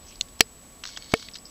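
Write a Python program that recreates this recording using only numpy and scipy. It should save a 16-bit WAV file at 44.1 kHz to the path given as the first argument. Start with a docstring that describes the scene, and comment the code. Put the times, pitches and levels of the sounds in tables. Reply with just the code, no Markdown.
"""A magpie feeds on a snowy patio, heard from indoors over a quiet room and the camera's thin whine.
After a faint rustle its bill snaps shut (0.2 s). A hard peck (0.4 s) excites damped resonances and
overloads the microphone. From 0.8 s the bird pulls at the food, which ticks as it breaks and rustles
as it scrapes, while a faint whirr like a lens motor runs for about half a second. A second, duller
peck lands (1.1 s), and the last ticks and rustles follow."""
import sys
import numpy as np
from scipy.fft import rfft, irfft, next_fast_len
from scipy.io import wavfile
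from scipy.ndimage import map_coordinates

SR = 44100
rng = np.random.default_rng(int(sys.argv[2]) if len(sys.argv) > 2 else 0)


def log_audio(samples):
    """Write samples as a 16-bit WAV file to the path given in sys.argv[1]."""
    # one column per channel
    frames = np.atleast_2d(samples).T
    # limit to full scale, then quantise
    limited = np.clip(frames, -1, 1)
    pcm = np.round(limited * 32767).astype(np.int16)
    wavfile.write(sys.argv[1], SR, pcm)


N = 66150
T = np.arange(N) / SR
HIT_T = T[:SR // 5]

# Blows of the bill: (time [s], push level [dB], push width [s], ring gain [dB],
# contact resonance [Hz], crunch level [dB], crunch length [s])
PECKS = [(0.407, -3, .00022, -9.5, 5300, 0.5, 0.0021), (1.1382, -6.5, 0.00067, -4, 1500, -12.5, 0.0018)]
# Modes excited by a peck: (frequency [Hz], relative level [dB], t60 [s])
PECK_MODES = [(213, -13.5, 0.0128), (452, -11.5, 0.058), (658, -5, 0.017), (1360, -9.5, .012),
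              (1813, -17.5, 0.033), (2216, 1.5, 0.017), (2405, -3, 0.012), (2590, -12, 0.03),
              (2730, -7.5, 0.016), (3100, -7.5, 0.022), (4110, -15.5, 0.044), (4454, 4.5, 0.016),
              (4610, -8, 0.032), (5050, -18.5, 0.065), (5750, -11.5, 0.025), (6900, -12, 0.024),
              (8550, -30, 0.054)]
# Spectrum of a peck's crunch: (frequency [Hz], relative level [dB])
CRUNCH_SPECTRUM = [(100, -4.5), (600, -20), (1400, -7), (2500, 1.5), (5000, -4.5), (7000, -2.5),
                   (8800, -10.5), (11000, -4.5), (13000, -9), (16000, -32)]
# The bill's edges catching in quick succession: (time [s], gain [dB])
SNAP_CONTACTS = [(0.2102, -4.5), (0.2116, -3)]
# Modes of the bill: (frequency [Hz], relative level [dB], t60 [s])
BILL_MODES = [(2830, -6, 0.0037), (3530, -6.5, 0.0047), (4110, -3, 0.0057), (5800, -13.5, 0.0048),
              (6800, -5.5, 0.0047), (7700, -13.5, 0.0033)]
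# Fractures in the food: (time [s], level [dB], centre [Hz], width [octaves], length [s])
TICKS = [(0.157, -43.5, 5030, 0.32, .0015), (0.219, -38.5, 5600, 0.39, .001),
         (.2855, -50.5, 4000, 1.3, 0.0017), (0.3917, -44.5, 5500, 1.6, 0.0066),
         (0.8368, -32, 3100, 1.5, 0.0028), (0.8409, -34.5, 4500, 1.4, 0.0011),
         (0.8535, -30.5, 2600, 0.91, 0.0017), (0.863, -35, 5200, 0.21, 0.0015),
         (0.8736, -33.5, 4200, .6, 0.0012), (0.8835, -41, 4400, .6, 0.0025),
         (0.8895, -40, 3980, 2.9, 0.0017), (0.9634, -34, 3140, 0.1, 0.0013),
         (0.9724, -31.5, 3250, 1.75, 0.0038), (1.0232, -36.5, 3270, 0.42, 0.00075),
         (1.0430, -44.5, 4970, .9, 0.0027), (1.1176, -40, 4500, 1.4, 0.008),
         (1.1955, -42, 4500, 1.3, 0.0025), (1.2252, -39, 3220, 1.4, 0.0024),
         (1.2852, -37, 2840, .55, 0.0029), (1.3134, -46, 5000, 0.61, .0015),
         (1.336, -37, 5000, 0.12, 0.001), (1.343, -35.5, 4900, 0.25, 0.001),
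         (1.354, -36.5, 3370, 0.76, 0.0052), (1.3605, -37, 3960, 0.9, 0.0014),
         (1.3714, -40.5, 5100, .35, 0.00084), (1.3853, -41.5, 5100, 0.13, 0.0016),
         (1.455, -38.5, 5240, 0.14, 0.0013)]
# Spectrum of the food: (frequency [Hz], relative level [dB])
FOOD_SPECTRUM = [(100, -18), (700, -4), (1300, 3), (2100, -1), (2500, -6.5), (3200, 0), (5200, 0.5),
                 (6800, -4.5), (8500, -20.5), (16000, -35)]
# Pulls at the food: (time [s], length [s], level [dB], centre [Hz], width [octaves])
RUSTLES = [(.01, 0.2, -58, 4330, 0.97), (0.063, 0.055, -50.5, 5860, 0.21),
           (0.079, 0.073, -55.5, 2740, 0.22), (0.85, 0.062, -44, 4300, 0.93),
           (0.877, 0.12, -48.5, 4350, 0.89), (0.983, 0.14, -53, 3950, 1), (1.085, 0.2, -44.5, 4280, 0.52),
           (1.337, 0.039, -52, 4440, 0.97), (1.452, 0.026, -46.5, 5130, 0.097),
           (1.476, 0.066, -54.5, 5030, 0.43)]
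# Motor harmonics 1 to 3: (level [dB])
MOTOR_HARMONICS = [-61.5, -53.5, -62]
# Spectrum of the room's air: (frequency [Hz], relative level [dB])
ROOM_SPECTRUM = [(20, -12), (60, 3.5), (100, -4.5), (160, -2.5), (240, -0.5), (330, -6.5), (500, -7.5),
                 (750, -9.5), (1400, -16.5), (2200, -22.5), (5000, -21), (12000, -62)]
# Spectrum of the microphone's hiss: (frequency [Hz], relative level [dB])
HISS_SPECTRUM = [(500, -17), (2000, 3), (4000, 0), (7000, 4), (9000, -1.5), (15400, -1.5), (16000, -30)]
# Envelope of the rumble: (time [s], relative level [dB])
RUMBLE_ENVELOPE = [(0, -58), (.14, -52.5), (.19, -46), (.38, -49.5), (.5, -56), (1.5, -58)]


def pecks(contact_q=1.39, push_t60=0.0049, rise_s=0.0036):
    """Impact excitation: a low push, a ring and a crunch; a softer contact passes less treble."""
    out = np.zeros(N)
    for s, push_db, width, ring_db, contact_hz, crunch_db, length in PECKS:
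        lowpass = lambda hz: 1 / np.hypot(1 - (hz / contact_hz) ** 2, hz / contact_hz / contact_q)
        out -= amp(push_db) * fade(T - s, push_t60) / (1 + ((T - s) / width) ** 2) ** 1.64
        add(out, s, amp(ring_db) * ring(PECK_MODES, lowpass) * (1 - fade(HIT_T, rise_s)))
        colour = lambda hz: np.sqrt(lowpass(hz)) * along(CRUNCH_SPECTRUM, hz)
        crunch = fracture(colour, length, t60=0.0028, tail_db=-31, tail_t60=0.054)
        add(out, s, amp(crunch_db) * crunch)
    return out


def bill_snap(grit_db=-26, rise_s=0.0028):
    """Free vibration: the closing bill's high, heavily damped modes give a dry, bright click."""
    out = np.zeros(N)
    for s, db in SNAP_CONTACTS:
        grit = amp(grit_db) * fade(HIT_T, t60=0.0056) * rng.standard_normal(len(HIT_T))
        add(out, s, amp(db) * (ring(BILL_MODES) + grit) * (1 - fade(HIT_T, rise_s)))
    return out


def food_ticks():
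    """Brittle fracture: each bit of food that cracks radiates a short band of noise."""
    out = np.zeros(N)
    for s, db, centre_hz, octaves, length in TICKS:
        colour = lambda hz: along(FOOD_SPECTRUM, hz) * band(hz, centre_hz, octaves)
        add(out, s, amp(db) * fracture(colour, length, t60=0.0063, tail_db=-15, tail_t60=0.078))
    return out


def food_rustles(grain_hz=750, grain_db=3):
    """Friction noise: grainy scraping swells and sinks with each pull."""
    out = np.zeros(N)
    for s, length, db, centre_hz, octaves in RUSTLES:
        progress = np.clip((T - s) / length, 0, 1)
        swell = np.sqrt(np.abs(np.sin(np.pi * progress)))
        out += amp(db) * swell * noise(lambda hz: along(FOOD_SPECTRUM, hz) * band(hz, centre_hz, octaves))
    return out * unit(amp(grain_db * wobble(grain_hz)))


def motor(pitch_hz=2224, start_s=0.85, stop_s=1.31, fade_s=0.024):
    """Periodic motion: a small motor sounds a harmonic series with slight phase jitter."""
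    running = np.clip(np.minimum(T - start_s, stop_s - T) / fade_s, 0, 1)
    phase = 2 * np.pi * pitch_hz * T + 0.15 * wobble(58)
    return running * sum(amp(db) * np.sin(k * phase) for k, db in enumerate(MOTOR_HARMONICS, 1))


def camera_whine(pitch_hz=7867, level_db=-51.5, pulse_db=2, swing_rad=1.15, frame_hz=30):
    """Modulation: a square wave at the frame rate shifts an electronic tone's level and phase."""
    square = np.tanh(20 * np.sin(2 * np.pi * frame_hz * (T - .021)))
    return amp(level_db + pulse_db * square) * np.sin(2 * np.pi * pitch_hz * T + swing_rad * square)


def room(hum_hz=1120):
    """Noise floor: a drifting rumble, a faint hum, quiet air and microphone hiss add in power."""
    rumble_db = np.interp(T, *np.transpose(RUMBLE_ENVELOPE)) - 3.5
    rumble = amp(rumble_db) * noise(lambda hz: band(hz, centre_hz=32.6, octaves=1.0))
    hum = amp(-64) * np.sin(2 * np.pi * hum_hz * T + .5 * wobble(46))
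    air = amp(-53.5) * noise(lambda hz: along(ROOM_SPECTRUM, hz))
    hiss = amp(-57.5) * noise(lambda hz: along(HISS_SPECTRUM, hz))
    return air + hiss + rumble + hum


def ring(modes, gain=lambda hz: 1):
    """Modal superposition: damped sines, neighbours swinging in opposite directions."""
    return sum((-1) ** k * amp(db) * gain(hz) * fade(HIT_T, t60) * np.sin(2 * np.pi * hz * HIT_T)
               for k, (hz, db, t60) in enumerate(modes))


def fracture(gain, length, t60, tail_db, tail_t60):
    """A noise transient that holds, drops fast and leaves a weak tail."""
    tail = amp(tail_db) * fade(HIT_T, tail_t60)
    attack = 1 - fade(HIT_T, 0.00085)
    envelope = (fade(HIT_T - length, t60) + tail) * attack
    return unit(envelope * noise(gain, size=len(HIT_T))) * np.sqrt(np.mean(envelope ** 2))


def amp(db):
    """Decibels to amplitude ratio."""
    return 10 ** (np.asarray(db) / 20)


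def unit(x):
    """Normalisation to rms 1."""
    return x / np.sqrt(np.mean(x ** 2) + 1e-20)


def fade(t, t60):
    """Full until t = 0, then exponential decay."""
    return np.exp(-np.log(1000) * np.maximum(t, 0) / t60)


def along(points, hz):
    """Gain interpolated on a log-frequency axis."""
    f, db = np.transpose(points)
    return amp(np.interp(np.log(hz + 1), np.log(f + 1), db))


def band(hz, centre_hz, octaves):
    """A Gaussian passband in log frequency."""
    return np.exp(-.5 * (np.log2((hz + 1) / centre_hz) / octaves) ** 2)


def filtered(x, gain):
    """Linear filtering: the spectrum of x times gain(hz)."""
    m = next_fast_len(len(x) + SR // 10)
    return irfft(rfft(x, m) * gain(np.fft.rfftfreq(m, 1 / SR)), m)[:len(x)]


def noise(gain, size=N):
    """Coloured noise of rms 1."""
    return unit(filtered(rng.standard_normal(size), gain))


def wobble(rate):
    """A smooth random curve, rate knots a second."""
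    return map_coordinates(rng.standard_normal(N), [T * rate], order=3)


def add(track, s, sound):
    """Superpose a sound on the track at time s."""
    part = track[max(round(s * SR), 0):][:len(sound)]
    part += sound[:len(part)]


def scene():
    """Superposition: the bird, the room and the camera sum in one channel."""
    bird = pecks() + bill_snap() + food_ticks() + food_rustles()
    return (bird + room() + camera_whine() + motor())[None]


def record(dry, ceiling=0.81, knee=4.3, top_hz=16600):
    """Saturation: the input clips softly on the hard pecks, then a low-pass limits the band."""
    clipped = dry[0] / (1 + np.abs(dry[0] / ceiling) ** knee) ** (1 / knee)
    return filtered(clipped, lambda hz: np.clip((top_hz - hz) / 500 + .5, 0, 1))[None]


dry = scene()
out = record(dry)
log_audio(out)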